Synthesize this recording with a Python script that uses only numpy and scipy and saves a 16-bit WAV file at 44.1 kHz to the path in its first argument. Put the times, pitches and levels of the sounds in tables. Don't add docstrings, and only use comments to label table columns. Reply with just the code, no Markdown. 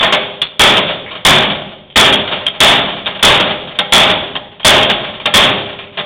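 import sys
import numpy as np
from scipy import signal
from scipy.fft import rfft, irfft, next_fast_len
from scipy.io import wavfile

SR = 44100
rng = np.random.default_rng(int(sys.argv[2]) if len(sys.argv) > 2 else 0)


def bounce(signal):
    frames = np.transpose(np.atleast_2d(signal))
    limited = np.clip(frames, -1, 1)
    pcm = np.round(limited * 32767).astype(np.int16)
    wavfile.write(sys.argv[1], SR, pcm)


N = 266981

# (time [s], energy [dB], crumpling time [s],
# bench thump [dB], fall-back [dB], first rattle [dB])
HAMMER_BLOWS = [(-.047, 34.5, 0.07, 13.5, 32.5, -0.5), (.5950, 43, .044, 22, 28, 8),
                (1.2502, 43, .036, 17.5, 23.5, 6.5), (1.9588, 44, .039, 21, 19.5, 16.5),
                (2.6039, 42.5, 0.061, 19.5, 20.5, 14.5), (3.2270, 42, .049, 23.5, 30, 13),
                (3.923, 42, 0.06, 13, 27.5, 4.5), (4.6469, 45, .028, 24.5, 17, 15.5),
                (5.3391, 41.5, 0.051, 20.5, 9, 10)]
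# (time [s], energy [dB], chatter time [s])
CASE_KNOCKS = [(.028, 29.5, 0.0083), (.878, 21, 0.036), (1.1067, 12, 0.019), (1.150, 12, .02),
               (1.498, 19.5, .016), (2.318, 21, 0.028), (2.466, 13, 0.002), (3.064, 21, 0.019),
               (3.150, 11, .012), (3.505, 19, 0.005), (3.788, 26, 0.0064), (4.3535, 17, .0015),
               (4.597, 4.5, .002), (4.894, 29, 0.01), (5.040, 12.5, 0.052), (5.2560, 27.5, .009),
               (5.9726, 21, 0.018)]
# (time [s], energy [dB], chatter time [s], ring pitch [Hz], time to fall 60 dB [s])
METAL_CLINKS_AND_SCRAPES = [(0.417, 22.5, 0.0092, 3430, 0.015), (.424, 21, .032, 4100, 0.0067),
                            (1.063, 5, .035, 2234, .3), (1.902, -3, 0.09, 3200, 0.012),
                            (2.127, 25, 0.031, 3250, 0.033), (2.466, 22, .02, 3200, .03),
                            (3.060, 14.5, 0.0081, 3600, .015), (3.789, 22.5, 0.0059, 3420, 0.02),
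                            (4.362, 11.5, 0.0038, 3170, .035), (4.597, -1.5, 0.015, 3210, 0.052),
                            (4.631, 4.5, .008, 3230, .06), (4.826, 20.5, 0.016, 3280, 0.035),
                            (5.257, 15.5, 0.003, 3650, .015), (5.790, 3.5, 0.066, 2700, 0.0061)]
# (pitch before detuning [Hz], relative energy [dB], time to fall 60 dB [s])
CASE_MODES = [(155.4, -26, 0.93), (185.8, -21, 0.72), (209, -25, 0.98), (279.6, -29.5, 0.98), (409, -21, 1),
              (526.5, -20.5, 1), (595.7, -16, 0.59), (619, -17.5, 1), (668, -23, .6), (735, -30, 0.2),
              (823, -20, 0.78), (1060, -22.5, 0.3), (1340, -25.5, 0.52), (2234, -19.5, 0.36),
              (2806, -24.5, 0.15), (3200, -25, 0.98), (3440, -19, 0.6)]
# (frequency [Hz], relative level per Hz [dB])
PANEL_COLOUR = [(25, -19), (70, -11), (170, 1.5), (320, -2), (400, 0.5), (460, -4), (620, 4.5), (1000, 2),
                (1600, 0), (2600, 0.5), (4000, 4), (6000, -7.5)]
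# (frequency [Hz], time to fall 60 dB [s])
ROOM_DECAY = [(60, 1.79), (170, 1), (400, 1), (900, 0.67), (2000, 0.62), (3400, 0.71), (5000, 0.42)]
# (frequency [Hz], relative level per Hz [dB])
AIR_COLOUR = [(20, -1), (50, -5.5), (110, 22.5), (250, -1), (700, -11), (2000, -9.5), (5000, -25)]
# (frequency [Hz], gain [dB])
MIC_RESPONSE = [(20, -5.5), (2900, -1.5), (3150, -0.5), (3450, -0.5), (3720, -3.5), (3950, -21.5),
                (4300, -21), (4550, -28.5), (4900, -91.5)]
# (frequency [Hz], gain [dB])
TREBLE_ROLLOFF = [(20, 0), (4500, 0), (5200, -2.5), (10300, -5), (12000, -4.3), (16000, -4.3)]

AIR_DB = -54
EDGE_HZ = 16200
RING_SIZE = 57344
FALL_BACK_S, FALL_CHATTER_S = .171, .015
RATTLE_DELAY_S, RATTLE_GAP_S, RATTLE_CHATTER_S = .24, .045, 0.024
RATTLE_FADE_DB_PER_S, RATTLE_SPREAD_DB = 41.5, 4


def gain_of(db):
    return 10 ** (np.asarray(db) / 20)


def unit(x):
    return x / np.sqrt(np.sum(x ** 2) + 1e-20)


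def read(points, hz):
    f, value = np.transpose(points)
    return np.interp(np.log(hz + 1), np.log(f + 1), value)


def coloured(x, points):
    size = next_fast_len(len(x) + 2048)
    gain = gain_of(read(points, np.fft.rfftfreq(size, 1 / SR)))
    return irfft(rfft(x, size) * gain, size)[:len(x)]


def dying(t, t60):
    return np.exp(-np.log(1000) * t / t60)


def add(mix, s, sound):
    start = round(s * SR)
    sound = sound[max(-start, 0):]
    part = mix[max(start, 0):][:len(sound)]
    part += sound[:len(part)]


def chatter(seconds, per_s, first):
    t = np.arange(SR // 3) / SR
    size_db = 5 * np.minimum(rng.exponential(1, len(t)), 3)
    slips = rng.choice([-1, 1], len(t)) * gain_of(size_db)
    happens = rng.random(len(t)) < per_s / SR
    force = unit(slips * happens * np.exp(-t / max(seconds, 1e-3)))
    force[0] += first
    return unit(force)


def room_tail():
    hz, t, bands = signal.stft(rng.standard_normal(RING_SIZE), SR, nperseg=512)
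    fade = dying(t, read(ROOM_DECAY, hz)[:, None])
    tail = signal.istft(bands * fade, SR, nperseg=512)[1][:RING_SIZE]
    swell = 1 - np.exp(-np.arange(RING_SIZE) / SR / 0.0024)
    return unit(tail * swell)


def case_ring(panel_t60, room_db, modes_db):
    t = np.arange(RING_SIZE) / SR
    clash = unit(rng.standard_normal(RING_SIZE) * dying(t, panel_t60))
    dense = unit(coloured(clash + gain_of(room_db) * room_tail(), PANEL_COLOUR))
    detune_hz = 12
    modes = np.zeros(RING_SIZE)
    for hz, db, t60 in CASE_MODES:
        pitch = hz + detune_hz * rng.standard_normal()
        tone = unit(dying(t, t60) * np.sin(2 * np.pi * pitch * t))
        modes += gain_of(db) * tone * rng.choice([-1, 1])
    return dense + gain_of(modes_db) * modes


def shake_case(force, panel_t60, room_db, modes_db, count=3):
    spot = rng.integers(0, count, N)
    out = np.zeros(N)
    for k in range(count):
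        ring = case_ring(panel_t60, room_db, modes_db)
        out += signal.oaconvolve(force * (spot == k), ring)[:N]
    return out


def air():
    return gain_of(AIR_DB) * np.sqrt(N) * unit(coloured(rng.standard_normal(N), AIR_COLOUR))


def clinks_and_scrapes():
    out, t = np.zeros(N), np.arange(SR // 4) / SR
    for s, db, seconds, hz, t60 in METAL_CLINKS_AND_SCRAPES:
        ring = unit(np.sin(2 * np.pi * hz * t) * dying(t, t60))
        ratios = 1 + 0.14 * rng.standard_normal(16)
        cluster = sum(np.sin(2 * np.pi * hz * ratio * t) for ratio in ratios)
        ring = ring + gain_of(-4) * unit(cluster * dying(t, 0.033))
        contacts = chatter(seconds, per_s=1500, first=0.4)
        add(out, s, gain_of(db) * unit(signal.fftconvolve(contacts, ring)))
    return out + gain_of(-18.5) * signal.oaconvolve(out, room_tail())[:N]


def rocking(fall_db, rattle_db, count=9):
    force = np.zeros(SR)
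    add(force, FALL_BACK_S, gain_of(fall_db) * chatter(FALL_CHATTER_S, per_s=1100, first=.17))
    for k in range(count):
        after = RATTLE_GAP_S * (k + rng.random())
        db = rattle_db - RATTLE_FADE_DB_PER_S * after + RATTLE_SPREAD_DB * rng.standard_normal()
        rattle = chatter(RATTLE_CHATTER_S, per_s=900, first=0.14)
        add(force, RATTLE_DELAY_S + after, gain_of(db) * rattle)
    return force


def knocks():
    force = np.zeros(N)
    for s, _, _, _, fall_db, rattle_db in HAMMER_BLOWS:
        add(force, s, rocking(fall_db, rattle_db))
    for s, db, seconds in CASE_KNOCKS:
        add(force, s, gain_of(db) * chatter(seconds, per_s=1100, first=0.25))
    return shake_case(force, panel_t60=.09, room_db=-9.5, modes_db=-1.5)


def thump(t60, top_hz):
    t = np.arange(RING_SIZE) / SR
    low_pass = signal.butter(2, top_hz, fs=SR, output="sos")
    shudder = signal.sosfilt(low_pass, rng.standard_normal(RING_SIZE))
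    return unit(shudder * dying(t, t60))


def clang(hz, t60, seconds):
    t = np.arange(SR // 8) / SR
    pitch = hz * (1 + .012 * rng.standard_normal())
    ring = np.sin(2 * np.pi * pitch * t) * dying(t, t60)
    return unit(signal.fftconvolve(chatter(seconds, per_s=2000, first=0.063), ring))


def hammer():
    out, force = np.zeros(N), np.zeros(N)
    clang_db = -6.5
    for s, db, seconds, thump_db, _, _ in HAMMER_BLOWS:
        add(force, s, gain_of(db) * chatter(seconds, per_s=700, first=0.32))
        add(out, s, gain_of(db + clang_db) * clang(hz=3430, t60=.012, seconds=seconds))
        add(out, s + 0.0092, gain_of(thump_db) * thump(t60=0.34, top_hz=86))
    return out + shake_case(force, panel_t60=0.11, room_db=-3.0, modes_db=-3.5)


def scene():
    return (air() + clinks_and_scrapes() + knocks() + hammer())[None]


def record(dry):
    capsule_limit, ceiling, overflow_share = 2.0, .71, .0005
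    saturated = capsule_limit * np.tanh(dry[0] / capsule_limit)
    voiced = coloured(saturated, MIC_RESPONSE)
    clipped = coloured(np.clip(voiced, -ceiling, ceiling), TREBLE_ROLLOFF)
    overflows = abs(voiced) > np.quantile(abs(voiced), 1 - overflow_share)
    flipped = overflows | np.roll(overflows, 1)
    crackling = np.where(flipped, -clipped, clipped)
    low_pass = signal.firwin(201, EDGE_HZ, window=("kaiser", 8), fs=SR)
    return signal.oaconvolve(crackling, low_pass, "same")[None]


dry = scene()
out = record(dry)
bounce(out)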